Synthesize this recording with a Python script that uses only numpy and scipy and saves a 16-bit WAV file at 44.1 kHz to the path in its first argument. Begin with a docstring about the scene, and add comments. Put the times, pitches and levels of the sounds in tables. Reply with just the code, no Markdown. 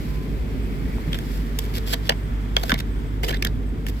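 """Crusted snow is broken and pushed about on a parked car, close to the microphone and to its left.
Each crack is a burst of tiny fractures that rings the crust; between cracks, packed grains scrape
and creak and loose powder hisses. Behind it an engine idles in the open air, with a few dull bumps,
one faint whine and high chirps far off. The microphone's right port hears the snow just after its left."""
import sys
import numpy as np
from scipy import signal
from scipy.fft import rfft, irfft
from scipy.io import wavfile
from scipy.ndimage import uniform_filter1d

SR = 44100
rng = np.random.default_rng(int(sys.argv[2]) if len(sys.argv) > 2 else 0)


def put_to_file(sound):
    """Save the sound as 16-bit audio at rate SR, in the file named by the first command-line argument."""
    columns = np.atleast_2d(sound).T  # one column per channel
    safe = np.clip(columns, -1, 1)
    whole_steps = np.round(safe * 32767)
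    wavfile.write(sys.argv[1], SR, whole_steps.astype(np.int16))


N = 176400

# Far-off chirps. Each row: start in seconds, centre pitch in Hz.
CHIRPS = [(0.601, 8200), (.93, 8350), (1.6, 7850), (2.14, 8150), (2.21, 8600), (2.889, 8250), (2.95, 8600),
          (3.05, 8050), (3.35, 8150), (3.65, 8050)]
# Colour of the open air and of trickling powder. Each row: frequency in Hz, relative level in dB.
AIR_COLOUR = [(500, 0), (900, 9), (1500, 4.5), (2100, 2.5), (2800, -3), (3400, -1), (4200, -15.5),
              (6000, -14.5), (8200, -15), (9300, -18), (12500, -50), (16000, -26)]
POWDER_COLOUR = [(1500, -5.5), (2500, -3.5), (4900, -3), (6500, -12), (7800, -8.5), (9300, -15.5),
                 (12500, -5), (16000, -15.5)]
# Rise and fall of the air and of the powder. Each row: time in seconds, level in dB.
AIR_LEVELS = [(0, -47.5), (1.6, -44.5), (2.4, -45), (3.1, -46.5), (3.7, -49), (4, -48)]
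POWDER_LEVELS = [(0, -46.5), (.35, -52), (.7, -51), (1.05, -49.5), (1.35, -46), (1.5, -50.5), (1.7, -47.5),
                 (2.0, -50), (2.25, -54), (3.1, -55), (3.7, -58.5), (4, -51)]
# A soft swish in the air. Each row: time in seconds, centre in Hz, level in dB.
SWISH = [(0, 2238, -53), (.6, 2380, -53), (.9, 2119, -47.5), (1.15, 2055, -50), (1.5, 2002, -54.5),
         (4, 2000, -62)]

# Engine hum. Each row: multiple of the firing rate, level in dB.
ENGINE_ORDERS = [(1, -26.5), (2, -41.5), (3, -41), (7, -59.5), (9, -55)]
# Whir of belt-driven parts. Each row: pitch in Hz, level in dB.
BELT_WHIRS = [(230, -44.5), (259, -48.5)]
# Colour of the engine rumble before its low cut. Each row: frequency in Hz, relative level in dB.
RUMBLE_COLOUR = [(15, -40), (25, 10.5), (54, 0.5), (66, -2), (75, -13), (151, -11.5), (183, -15),
                 (266, -14), (323, -20.5), (440, -22), (477, -28.5), (1200, -49), (1560, -76), (2640, -120)]
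# Rise and fall of the rumble. Each row: time in seconds, level in dB.
RUMBLE_LEVELS = [(0, -28.5), (1.0, -29), (1.5, -31), (2.4, -31), (2.8, -31), (3.4, -30), (4, -31.5)]
# Dull bumps. Each row: start in seconds, pitch in Hz, envelope peak in dB.
BUMPS = [(0.983, 850, -27), (1.077, 122, -16.5), (1.090, 140, -21), (2.728, 224, -12), (3.231, 133, -20),
         (3.467, 59.5, -21), (3.571, 91.5, -16.5)]

# The snow's four bands, low to high: body, crunch, snap, fizz. Their five edges in Hz.
BAND_EDGES_HZ = [410, 1100, 2700, 6000, 16000]
# For each band: gain of what one port hears alone, against what both share.
BAND_UNSHARED = [.35, .45, .8, 1.2]
# For each band: left port's level minus the right's, in dB.
BAND_PAN_DB = [-1, -3, -1.7, 1.3]
# Packed snow squeaking. Each row: start and length in seconds, first and last pitch in Hz, level in dB.
CREAKS = [(2.693, 0.021, 1692, 1450, -23.5), (2.74, 0.025, 2070, 1720, -36),
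          (3.233, 0.012, 2100, 2200, -32.5), (3.293, 0.022, 1806, 1710, -33.5),
          (3.327, 0.0298, 1757, 2084, -32.5), (3.451, 0.029, 1860, 1575, -34)]
# Snow sliding and packing. Each row: start and length in seconds, then body, crunch, snap, fizz in dB.
SCRAPES = [(1.113, 0.044, -40, -40, -60, -48), (1.247, 0.13, -55, -56, -62, -51),
           (1.594, 0.069, -50.5, -49, -58, -48.5), (1.733, 0.049, -41, -39, -42, -38.5),
           (1.859, 0.081, -41, -40, -40.5, -36.5), (2.026, 0.053, -57, -46, -50, -48),
           (2.568, 0.15, -45, -46, -55, -45), (2.774, 0.016, -47, -39, -43, -40),
           (3.232, 0.08, -35, -41, -51, -42), (3.324, 0.045, -45, -42.5, -50, -52),
           (3.863, 0.035, -44, -46, -57, -44)]
# Colour of sliding grains and of fractures. Each row: frequency in Hz, gain in dB.
SCRAPE_COLOUR = [(400, 5.5), (1000, -16), (1800, -11), (2700, -9), (3400, 9), (4900, 10), (6300, -10),
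                 (7700, -5.5), (9200, -16), (12800, -0.5), (16000, -17)]
FRACTURE_COLOUR = [(300, 6), (700, 8), (1100, -2.5), (1750, -5.5), (3400, -2.5), (4700, -10.5), (6200, -9),
                   (7800, -6), (9200, -12), (12500, 1), (16000, -10.5)]
# Resonances that every crack excites. Each row: frequency in Hz, width in Hz, gain in dB.
CRUST_MODES = [(670, 220, -1.5), (1770, 190, 9.5), (2190, 43, 5.5), (4630, 280, 8), (7650, 140, -0.5)]
# Cracks in the crust. Each row: start and length in seconds, ring of the slab in Hz,
# then body, crunch, snap, fizz in relative dB.
CRACKS = [(1.128, 0.0044, 3330, -40, -33, -24, -39), (1.143, 0.004, 3300, -48, -28.5, -25.5, -44),
          (1.187, 0.0014, 3350, -33, -30, -32, -32.5), (1.5866, 0.0061, 3460, -30, -36, -25, -23.5),
          (1.928, 0.011, 4380, -25, -27.5, -23.5, -27.5), (1.938, 0.0047, 4000, -35, -22.5, -24.5, -29),
          (2.0916, 0.0046, 2900, -14, -16, -11.5, -24), (2.101, 0.0044, 3000, -17.5, -22, -42, -43),
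          (2.12, 0.0048, 3000, -30, -27, -39, -48), (2.5648, 0.003, 3300, -15.5, -14.5, -12.5, -29.5),
          (2.57, 0.0024, 3300, -37, -19, -32, -50), (2.631, 0.0074, 4370, -23.5, -32.5, -30.5, -34.5),
          (2.693, 0.0052, 3580, -32, -30, -24, -31.5), (2.701, 0.0068, 4200, -31, -34, -34, -35),
          (2.7177, 0.0014, 3500, -15.5, -8.5, -14, -40), (2.721, 0.00089, 1700, -24, -15, -43, -33),
          (2.739, 0.0022, 3860, -18.5, -24, -20.5, -28.5), (2.799, 0.0074, 3830, -35, -31.5, -33, -36),
          (3.229, 0.012, 2960, -24.5, -34.5, -31.5, -34.5), (3.242, 0.0084, 4870, -35, -37, -29.5, -38),
          (3.281, 0.0062, 2950, -35, -27.5, -30.5, -32), (3.289, 0.0055, 3000, -26.5, -39, -25, -34),
          (3.304, 0.0088, 3270, -30.5, -30, -34.5, -44), (3.324, 0.0046, 4000, -38, -29, -39, -42),
          (3.34, 0.007, 4100, -33, -39, -32.5, -47), (3.4222, 0.0043, 2330, -41, -21, -22, -29),
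          (3.4475, 0.0024, 3320, -27.5, -21, -18, -20.5), (3.467, 0.0052, 3780, -36, -31.5, -28, -37),
          (3.865, 0.0024, 3060, -39, -28, -31.5, -34), (3.883, 0.0056, 4900, -53, -41, -39, -38)]

PORT_LAG_S, LAG_SPREAD_S = .0005, .00004  # the right port hears later; this varies from spot to spot
LEFT_RIGHT = np.array([[1], [-1]])


def undb(db):
    """Decibels to gain."""
    return 10 ** (np.asarray(db) / 20)


def unit(x):
    """Scale to rms 1."""
    return x / np.sqrt(np.mean(x ** 2) + 1e-18)


def curve(rows):
    """Join (seconds, value) rows by straight lines."""
    return np.interp(np.arange(N) / SR, *np.array(rows).T)


def drift(per_s):
    """A smooth random wander of rms 1."""
    hold = int(SR / per_s)
    steps = np.repeat(rng.standard_normal(N // hold + 1), hold)
    return unit(uniform_filter1d(uniform_filter1d(steps, hold), hold)[:N])


def colour(x, points, size=8192):
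    """Minimum-phase filter through (Hz, dB) points."""
    hz, db = np.array(points).T
    bins_hz = np.maximum(np.fft.rfftfreq(size, 1 / SR), 1)
    cepstrum = irfft(np.log(undb(np.interp(np.log(bins_hz), np.log(hz), db))))
    cepstrum[1:size // 2] *= 2
    cepstrum[size // 2 + 1:] = 0
    impulse = irfft(np.exp(rfft(cepstrum)))
    return signal.fftconvolve(x, impulse[None], axes=1)[:, :x.shape[1]]


def butter(x, order, hz, kind):
    """Butterworth filter."""
    return signal.sosfilt(signal.butter(order, hz, kind, fs=SR, output="sos"), x)


def ring(x, hz, width_hz):
    """One resonance."""
    return signal.lfilter(*signal.iirpeak(hz, hz / width_hz, fs=SR), x)


def noise_band(hz, width_hz):
    """A band of noise around a moving centre."""
    slow = butter(rng.standard_normal((2, len(hz))), 2, width_hz / 2, "low")
    phase = 2 * np.pi * np.cumsum(hz) / SR
    return unit(slow[0] * np.cos(phase) + slow[1] * np.sin(phase))


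def grains(per_s, scatter_db, size):
    """Three trains of tiny fractures (shared, left, right), most weak and a few strong."""
    clicks = (rng.random((3, size)) < per_s / SR) * rng.choice([-1, 1], (3, size))
    return clicks * undb(scatter_db * np.minimum(rng.exponential(size=(3, size)), 4))


def add(out, start_s, sound):
    """Mix a mono or stereo sound in at a time."""
    i = int(start_s * SR)
    out[:, i:i + sound.shape[-1]] += sound[..., :N - i]


def ports(three, unshared, lag_s):
    """Both ports hear the first signal, the right one later; each also hears one of the other two."""
    late = np.pad(three[0], (int(abs(lag_s) * SR), 0))[:three.shape[1]]
    return (np.array([three[0], late]) + unshared * three[1:]) / np.hypot(1, unshared)


def at_microphone(x, length_s, levels_db):
    """Give body, crunch, snap and fizz their own strength and send them to the two ports."""
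    out, lag_s = 0, PORT_LAG_S + LAG_SPREAD_S * rng.standard_normal()
    for k, db in enumerate(levels_db):
        band = butter(x, 4, BAND_EDGES_HZ[k:k + 2], "band")
        band *= np.sqrt(length_s * SR / (np.sum(band ** 2, axis=1, keepdims=True) + 1e-18))
        out += ports(band, BAND_UNSHARED[k], lag_s) * undb(db + LEFT_RIGHT * BAND_PAN_DB[k] / 2)
    return out


def far_chirps(length_s=.066, db=-63.5, glide_spread_hz=300):
    """Soft, very high twitters in the distance, perhaps birds."""
    out, progress = np.zeros((2, N)), np.linspace(0, 1, int(length_s * SR))
    for start, hz in CHIRPS:
        glide = glide_spread_hz * rng.standard_normal() * (progress - .5)
        add(out, start, undb(db) * np.sin(np.pi * progress) * noise_band(hz + glide, width_hz=380))
    return out


def far_whine(hz=1020, db=-52):
    """One faint, brief tone a long way off."""
    gate = curve([(.063, 0), (.096, 1), (.28, 1), (.31, 0)])
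    return undb(db) * gate * np.sin(2 * np.pi * hz * np.arange(N) / SR)


def air_and_powder(shared_below_hz=1940):
    """Open air, a soft swish and a fine trickle of powder; each port hears its own treble."""
    air = unit(colour(rng.standard_normal((3, N)), AIR_COLOUR))
    air *= undb(curve(AIR_LEVELS) + .5 * drift(15))
    swish_hz, swish_db = (curve(np.array(SWISH)[:, [0, k]]) for k in (1, 2))
    swish = np.array([noise_band(swish_hz, width_hz=670) for _ in range(3)]) * undb(swish_db)
    powder = unit(colour(grains(per_s=9000, scatter_db=3.2, size=N), POWDER_COLOUR))
    powder *= undb(curve(POWDER_LEVELS) + .7 * drift(60))
    low, high = (butter(air + powder, 2, shared_below_hz, kind) for kind in ("low", "high"))
    return ports(low + swish, unshared=.45, lag_s=PORT_LAG_S) - high[1:]


def engine(firing_hz=49.76, speed_wander=.004167):
    """A steady idle, a little louder on the right: firing hum, belt whirs and a rough rumble."""
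    engine_time = np.cumsum(1 + speed_wander * drift(3.14)) / SR
    hum = 0
    for order, db in ENGINE_ORDERS:
        flutter_db = (4 if order > 1 else .6) * drift(6.795)
        hum += undb(db + flutter_db) * np.sin(2 * np.pi * (order * firing_hz * engine_time + rng.random()))
    for hz, db in BELT_WHIRS:
        hum += undb(db + 2.4 * drift(9)) * np.sin(2 * np.pi * hz * engine_time + .79 * drift(7.6))
    rumble = butter(colour(rng.standard_normal((2, N)), RUMBLE_COLOUR), 3, 68, "high")
    mid, side = unit(rumble) * undb(curve(RUMBLE_LEVELS) + .45 * drift(8.08))
    return (np.sqrt(2) * hum + mid + .38 * side * LEFT_RIGHT) * undb(-.6 * LEFT_RIGHT)


def bumps(rise_cycles=.49):
    """Dull knocks, dead centre, that die within a couple of cycles."""
    out, t = np.zeros((2, N)), np.arange(SR // 8) / SR
    for start, hz, db in BUMPS:
        age = t * hz / rise_cycles
        add(out, start, -undb(db) * age * np.exp(1 - age) * np.sin(2 * np.pi * hz * t))
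    return out


def car_echo(snow, t60_s=.11, db=-17.5):
    """The sound of the snow scatters briefly off the car."""
    t = np.arange(SR // 4) / SR
    tail = rng.standard_normal((2, len(t))) * undb(-60 * t / t60_s)
    tail = colour(tail, [(500, -1), (2200, -9), (6000, -5.5), (14000, -23)])
    return undb(db) * signal.fftconvolve(snow, unit(tail) / np.sqrt(len(t)), axes=1)[:, :N]


def creaks(pitch_jitter=.11, overtone_db=-15, flutter_db=4):
    """Packed snow sticks and slips fast enough to squeak: a rough, gliding tone with one overtone."""
    out = np.zeros((2, N))
    for start, length, from_hz, to_hz, db in CREAKS:
        size = int(length * SR)
        hz = np.linspace(from_hz, to_hz, size) * (1 + pitch_jitter * drift(1500)[:size])
        phase = 2 * np.pi * np.cumsum(hz) / SR
        tone = np.sin(phase) + undb(overtone_db) * np.sin(2 * phase)
        envelope = signal.windows.tukey(size, .5) * undb(flutter_db * drift(400)[:size])
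        heard = ports(np.tile(unit(tone * envelope), (3, 1)), unshared=0, lag_s=PORT_LAG_S)
        add(out, start, heard * undb(db + LEFT_RIGHT * BAND_PAN_DB[1] / 2))
    return out


def scrapes(catch_db=3.2, catches_per_s=450):
    """Grains grind harder as the snow packs, catching and letting go, then stop."""
    out, t = np.zeros((2, N)), np.arange(8192) / SR
    for start, length, *levels in SCRAPES:
        grit = grains(per_s=4000, scatter_db=1.5, size=len(t))
        pressure = np.interp(t, [0, .01, length, length + .0084], [0, .55, 1, 0])
        catches = np.interp(t * catches_per_s, np.arange(128), rng.standard_normal(128))
        rasp = colour(grit * pressure * undb(catch_db * catches), SCRAPE_COLOUR, size=1024)
        add(out, start, at_microphone(rasp, length, levels))
    return out


def ringing_crust(fractures, slab_hz, slab_db=12.5, chip_gain=1.1):
    """Fractures ring the crust, the slab that breaks off and four loose chips, new ones each time."""
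    burst = colour(fractures, FRACTURE_COLOUR, size=1024)
    modes = sum(undb(db) * ring(burst, hz, width) for hz, width, db in CRUST_MODES)
    slab = ring(burst, slab_hz, width_hz=220)
    chips = sum(ring(burst, hz, width_hz=200) for hz in rng.uniform(1200, 8000, size=4))
    return burst + modes + undb(slab_db) * slab + chip_gain * chips


def cracks(rise_share=.4, release_s=.0012, db=-1.5):
    """Close to the microphone, the crust gives way in bursts of a few milliseconds."""
    out, t = np.zeros((2, N)), np.arange(2048) / SR
    for start, length, slab_hz, *levels in CRACKS:
        fractures = grains(per_s=5000, scatter_db=7.5, size=len(t))
        rise = np.minimum(t / (rise_share * length), 1)
        release = np.exp(-np.maximum(t - .95 * length, 0) / release_s)
        crack = ringing_crust(fractures * rise * release, slab_hz)
        add(out, start, at_microphone(crack, length, levels))
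    return out * undb(db)


def scene():
    """Standing by the car: snow up close, the idle and the open air behind it."""
    snow = cracks() + scrapes() + creaks()
    return snow + car_echo(snow) + bumps() + engine() + air_and_powder() + far_whine() + far_chirps()


def record(dry, top_hz=16000):
    """The recorder holds the signal within full scale and cuts the top."""
    return signal.sosfilt(signal.ellip(8, .2, 80, top_hz, fs=SR, output="sos"), np.clip(dry, -1, 1))


dry = scene()
out = record(dry)
put_to_file(out)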